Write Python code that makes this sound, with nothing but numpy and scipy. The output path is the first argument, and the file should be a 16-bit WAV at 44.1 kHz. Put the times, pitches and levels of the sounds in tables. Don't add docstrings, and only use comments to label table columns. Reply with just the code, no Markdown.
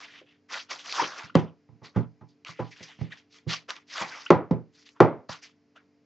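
import sys
import numpy as np
from scipy import signal
from scipy.fft import rfft, irfft, next_fast_len
from scipy.io import wavfile

SR = 44100
rng = np.random.default_rng(int(sys.argv[2]) if len(sys.argv) > 2 else 0)


def master(y):
    cut = np.clip(np.atleast_2d(y).T, -1, 1)
    pcm = np.round(cut * 32767)
    wavfile.write(sys.argv[1], SR, pcm.astype(np.int16))


N = 266805
TIME = np.arange(N) / SR

# frequency in Hz, relative density in dB.
HISS_SPECTRUM = [(1800, -26), (3000, -6.5), (4000, 2), (4800, 4), (6000, 0), (7000, -7.5), (8000, -16)]
RASP_SPECTRUM = [(900, -23), (1500, -7.5), (1900, 1.5), (2600, 0), (3300, -0.5), (4200, -10.5), (6500, -30)]
RUSTLE_SPECTRUM = [(150, -28), (350, -13.5), (550, -5), (800, -3), (1100, 3.5), (1500, 1.5), (2200, -12.5),
                   (4000, -43)]


def from_db(db):
    return 10 ** (np.asarray(db) / 20)


def rms_one(x):
    return x / np.sqrt(np.mean(x ** 2) + 1e-20)


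def cut(x, hz, kind, order=2):
    return signal.sosfilt(signal.butter(order, hz, kind, fs=SR, output="sos"), x + 1e-18)


def colour(x, spectrum):
    length = x.shape[-1]
    hz, db = np.transpose(spectrum)
    size = next_fast_len(length)
    log_hz = np.log(np.fft.rfftfreq(size, 1 / SR) + 1)
    gain = from_db(np.interp(log_hz, np.log(hz), db))
    return rms_one(irfft(rfft(x, size) * gain, size)[..., :length])


def fade(t, t60):
    return np.exp(-np.log(1000) * t / t60)


def add(out, s, sound):
    start = max(round(s * SR), 0)
    out[start:start + len(sound)] += sound[:N - start]


def drift(hz):
    step = 20
    slow = cut(rng.standard_normal(N // step + 2), hz * step, "low")
    return rms_one(np.interp(np.arange(N) / step, np.arange(len(slow)), slow))


def pressure(start, attack_s, hold_s, attack_curve=2.1, release_t60_s=0.18):
    t = TIME - start
    attack = np.clip(t / attack_s, 0, 1) ** attack_curve
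    return attack * fade(np.maximum(t - attack_s - hold_s, 0), release_t60_s)


def friction(spectrum, grains_per_s, grain_db, judder_db, patchy_db=3.5):
    band_edges_hz = np.geomspace(200, 9000, 13)
    sizes = from_db(grain_db * np.minimum(rng.exponential(1, N), 5)) * rng.standard_normal((2, N))
    slipping = rng.random(N) < grains_per_s / SR
    slips = sizes * slipping * from_db(judder_db * drift(hz=69.5))
    patches = np.zeros(N)
    for k, edges in enumerate(zip(band_edges_hz, band_edges_hz[1:])):
        patches += cut(slips[k % 2], edges, "band") * from_db(patchy_db * drift(hz=14))
    return colour(patches, spectrum)


def scraping(rasp_db=0.2, hiss_db=-1.13, rustle_db=-1.1):
    # start in seconds, attack in seconds, hold in seconds,
    # level in dB, hiss over rasp in dB, rustle over rasp in dB; the balance above is added to the levels.
    strokes = [(0.0, 0.0033, 0.046, -48, -3.5, -2), (0.029, 0.036, 0.12, -52, -11, -10),
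               (0.245, 0.021, 0.057, -59.5, -24, -18), (0.479, 0.052, 0.044, -35.5, -2, -3),
               (0.684, 0.026, 0.014, -38, 1, 1.5), (0.763, 0.028, 0.012, -47.5, -0.5, -9),
               (0.808, 0.068, 0.068, -46.5, 6.5, 1.5), (0.882, 0.082, 0.075, -37.5, 0, 4),
               (0.964, 0.019, 0.014, -44.5, -6, 13.5), (1.028, .03, 0.06, -49, 2, 7.5),
               (1.095, 0.071, 0.034, -47.5, -3.5, 4.5), (1.16, 0.024, 0.013, -45.5, 1, 7),
               (1.225, 0.0094, 0.015, -49.5, -2, 0), (1.34, .012, 0.045, -42.5, -10, -6),
               (1.823, 0.024, 0.0096, -52, 2.5, -2), (1.931, 0.036, 0.026, -57, -8.5, 11),
               (2.272, 0.017, 0.014, -78.5, 9.5, -10), (2.449, 0.019, 0.026, -45.5, -1, -1.5),
               (2.524, 0.039, 0.11, -59.5, -4, -8), (2.697, .02, 0.018, -54, -0.5, -20.5),
               (2.746, 0.017, 0.16, -51.5, -7, -11), (2.818, 0.01, 0.0034, -48, -1, -18),
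               (2.965, 0.033, 0.059, -56, -7.5, -13), (3.085, 0.037, 0.015, -48, -16, -7.5),
               (3.155, 0.018, 0.0043, -54.5, -4.5, -9.5), (3.28, 0.067, 0.024, -58.5, 1.5, -13),
               (3.467, 0.037, 0.03, -33.5, -0.5, -4.5), (3.677, 0.016, 0.0044, -39.5, -3, 5),
               (3.75, 0.0064, 0.0046, -51, -7, -6.5), (3.86, 0.079, 0.029, -40, 2, -13),
               (3.914, 0.073, 0.026, -37.5, 1.5, 2), (3.992, .018, .008, -38.5, -2.5, 8),
               (4.038, 0.032, .11, -46.5, -4, 2), (4.166, 0.046, 0.054, -49, -4, -9),
               (4.713, 0.041, 0.072, -64, 2.5, -8), (4.847, 0.014, 0.0091, -55.5, 3.5, -14.5),
               (4.926, 0.041, .03, -71.5, -9.5, 9.5), (5.284, 0.011, 0.037, -44.5, 1, 3.5),
               (5.409, .025, 0.0066, -49, 3, -12.5), (5.445, 0.0087, 0.0071, -61, -16, 1.5),
               (5.749, .012, 0.0042, -62, -7.5, 8)]
    power = np.zeros((3, N))
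    for start, attack_s, hold_s, db, hiss_over_db, rustle_over_db in strokes:
        levels = from_db([db, db + hiss_over_db, db + rustle_over_db])
        power += np.outer(levels ** 2, pressure(start, attack_s, hold_s) ** 2)
    rasp = friction(RASP_SPECTRUM, grains_per_s=5600, grain_db=0.0, judder_db=1.64)
    hiss = friction(HISS_SPECTRUM, grains_per_s=15000, grain_db=3.0, judder_db=0.7)
    rustle = friction(RUSTLE_SPECTRUM, grains_per_s=3000, grain_db=1.0, judder_db=1.94)
    rustle = cut(rustle, 180, "high")
    layers = [from_db(rasp_db) * rasp, from_db(hiss_db) * hiss, from_db(rustle_db) * rustle]
    return np.sum(np.sqrt(power) * layers, axis=0)


def background(noise_db=-70.5, hum_db=-1.0):
    # frequency in Hz, level in dB before hum_db is added.
    hum_tones = [(96.9, -82), (193.8, -85.5), (242.2, -75.5), (290.7, -68), (393.0, -85), (441.4, -74.5),
                 (683.7, -86)]
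    # frequency in Hz, relative density in dB.
    air_spectrum = [(30, -12), (60, -12.5), (100, -1), (160, 5.5), (280, 1.5), (450, -2), (700, -8.5),
                    (1300, -13.5), (2200, -12.5), (3500, -22), (5000, -17), (7000, -26.5), (9000, -49),
                    (15000, -53.5)]
    hum = np.zeros(N)
    for hz, db in hum_tones:
        level = from_db(db + hum_db + drift(hz=4.8)) * np.sqrt(2)
        hum += level * np.sin(2 * np.pi * (hz * TIME + rng.random()))
    noise = rng.standard_normal(N) + 0.32 * rng.standard_normal((2, N))
    return hum + from_db(noise_db) * colour(noise, air_spectrum)


def knocks(panel_db=12.5, panel_t60=0.032, crack_db=17.0, crack_t60=0.02, tail_db=-1.5, modes_db=1.5,
           treble_under_clack_db=12):
    # start in seconds, thump level in dB, body level in dB,
    # clack level in dB, ring time in seconds, contact time in seconds, panel pitch in Hz.
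    blows = [(0.213, -88, -54.5, -77, 0.15, 0.00099, 427), (1.012, -51.5, -34, -37, 0.16, 0.0077, 306),
             (1.235, -51, -68, -88, 0.76, 0.002, 126.2), (1.352, -14.5, -17.5, -25, 0.27, 0.00089, 274),
             (1.687, -53.5, -72, -67.5, 0.14, 0.0022, 147), (1.722, -54, -82.5, -77.5, 0.42, .0032, 157),
             (1.813, -51.5, -59.5, -59, 0.32, 0.0092, 126), (1.959, -20.5, -36.5, -37.5, .22, 0.0045, 175),
             (2.208, -49.5, -66, -57, 0.15, 0.0075, 154.5), (2.484, -48.5, -85, -64, 0.18, 0.0083, 125),
             (2.589, -36, -33, -37, 0.21, 0.0078, 520), (2.805, -52, -52, -72, 0.13, 0.0019, 186),
             (2.986, -48.5, -68, -62.5, 0.25, 0.0028, 157), (3.01, -28.5, -51, -53, 0.23, 0.0025, 146),
             (3.463, -30, -50, -62.5, 0.21, 0.0045, 130), (4.009, -44.5, -45, -37.5, 0.24, 0.0051, 169),
             (4.303, -18.5, -9.5, -15, 0.29, 0.00097, 375), (4.508, -19, -27, -38.5, .25, 0.0026, 265),
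             (5.002, -18.5, -8.5, -14.5, 0.31, 0.0018, 375), (5.291, -43.5, -58.5, -40, 0.062, 0.001, 162)]
    # frequency in Hz, relative level in dB, t60 in seconds.
    box_modes = [(119.3, -11, 0.23), (164.1, -7, 0.23), (256, -12, 0.056), (313, -9, 0.03),
                 (356.8, -7.5, .18), (429, -12, .13), (517.7, -3.5, 0.1), (643.6, -10.5, 0.099),
                 (800, -14, 0.22), (868, -10.5, 0.2), (995, -13.5, 0.23), (1164, -15.5, 0.07),
                 (1568, -13.5, 0.08), (1920, -10.5, 0.064)]
    # frequency in Hz, relative density in dB.
    wash_spectrum = [(50, -24.5), (100, -4), (170, 1), (350, 2.5), (520, 1.5), (750, -3), (1200, -6),
                     (1600, -7.5), (2100, -7.5), (2700, -18.5), (5500, -23), (8000, -34)]
    register_edges_hz = [70, 240, 620, 1400, 7000]
    out, t = np.zeros(N), TIME[:SR // 2]
    for s, thump_db, body_db, clack_db, ring_s, contact_s, panel_hz in blows:
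        strengths = rng.normal(0, 2.5, len(box_modes))
        modes = np.zeros(len(t))
        for k, (hz, db, t60) in enumerate(box_modes):
            level = (-1) ** k * from_db(db + modes_db + strengths[k])
            modes += level * np.sin(2 * np.pi * hz * t) * fade(t, t60)
        panel = from_db(panel_db) * np.sin(2 * np.pi * panel_hz * t) * fade(t, panel_t60)
        crunch = cut(colour(rng.standard_normal(len(t)), wash_spectrum), 420, "high")
        crack = from_db(crack_db) * crunch * fade(t, crack_t60)
        wash = from_db(tail_db) * colour(rng.standard_normal(len(t)), wash_spectrum) * fade(t, ring_s)
        dull = cut(wash, 2800, "low", order=4)
        wash = dull + cut(wash, 2700, "high", order=4) * fade(t, 0.29)
        swell = 1 - np.exp(-(t / contact_s) ** 2)
        ending = 1 / (1 + (t / ring_s) ** 10)
        blow = (panel + crack + modes + wash) * swell * ending
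        register_dbs = [thump_db, body_db, clack_db, clack_db - treble_under_clack_db]
        for k, db in enumerate(register_dbs):
            register = (-1) ** k * cut(blow, register_edges_hz[k:k + 2], "band", order=3)
            add(out, s, from_db(db) * register / np.std(register[:SR // 40]))
    return out


def ticks(snap_t60=0.012, board_db=-16.5, board_t60=0.075, tick_db=-7.0, fine_db=-7.5):
    # start in seconds, level in dB before tick_db is added.
    snaps = [(0.86, -27), (0.895, -26), (0.9249, -15.5), (1.3535, -10), (2.4485, -29), (2.4824, -30),
             (3.3862, -41.5), (3.6936, -27), (3.705, -14.5), (3.7648, -30.5), (3.9799, -19),
             (4.0217, -22.5), (4.8895, -40)]
    out, t = np.zeros(N), TIME[:SR // 6]
    for s, db in snaps:
        fine, coarse, board = rng.standard_normal((3, len(t)))
        grit = from_db(fine_db) * colour(fine, HISS_SPECTRUM) + colour(coarse, RASP_SPECTRUM)
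        snap = grit * fade(t, snap_t60)
        shiver = from_db(board_db) * colour(board, RUSTLE_SPECTRUM) * fade(t, board_t60)
        add(out, s, from_db(db + tick_db) * (snap + shiver))
    return cut(out, 380, "high")


def squeaks(waver=0.085):
    # start in seconds, length in seconds, slips per second,
    # level in dB, overtone over fundamental in dB.
    slip_runs = [(0.995, .022, 980, -23.5, -20), (1.007, .028, 970, -27.5, -15),
                 (1.296, 0.014, 1310, -47, -11.5), (3.121, 0.015, 1790, -41, -9),
                 (4.262, .012, 1420, -35.5, 4), (5.769, 0.017, 1420, -55, -28)]
    out = np.zeros(N)
    for s, length, hz, db, overtone_db in slip_runs:
        u = np.linspace(0, 1, int(length * SR))
        pitch = hz * (1 + waver * drift(hz=302)[-len(u):])
        phase = 2 * np.pi * np.cumsum(pitch) / SR
        tone = np.sin(phase) + from_db(overtone_db) * np.sin(2 * phase)
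        swell = np.sin(np.pi * np.sqrt(u))
        add(out, s, from_db(db) * rms_one(swell * tone))
    return out


def room(x, wet_db, t60):
    t = TIME[:SR // 3]
    noise = cut(rng.standard_normal((2, len(t))), 3700, "low", order=1)
    echoes = noise * fade(t, t60) * (t > .003)
    echoes /= np.sqrt(np.sum(echoes ** 2, axis=1, keepdims=True))
    return from_db(wet_db) * signal.fftconvolve(x[None], echoes, axes=1)[:, :N]


def scene(bass_hz=185, bass_lean=0.5, width_db=-27.0, bass_width_db=-15.5):
    foam = scraping() + squeaks() + ticks()
    blows = knocks()
    reversed_bass = cut(blows, bass_hz, "low", order=3)[::-1]
    bass = cut(reversed_bass, bass_hz, "low", order=3)[::-1]
    bass_spread = room(bass, wet_db=bass_width_db, t60=.2)[0]
    blow_spread = room(blows, wet_db=width_db, t60=.2)[0]
    side = bass_lean * bass + bass_spread + blow_spread
    stereo_side = side * np.array([[-1], [1]])
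    return foam + room(foam, wet_db=-16.5, t60=0.12) + blows + stereo_side + background()


def record(dry):
    rounded = 1.001 * np.tanh(dry / 1.08)
    thinned = cut(rounded, 58, "high", order=3)
    return cut(thinned, 7550, "low", order=16)


dry = scene()
out = record(dry)
master(out)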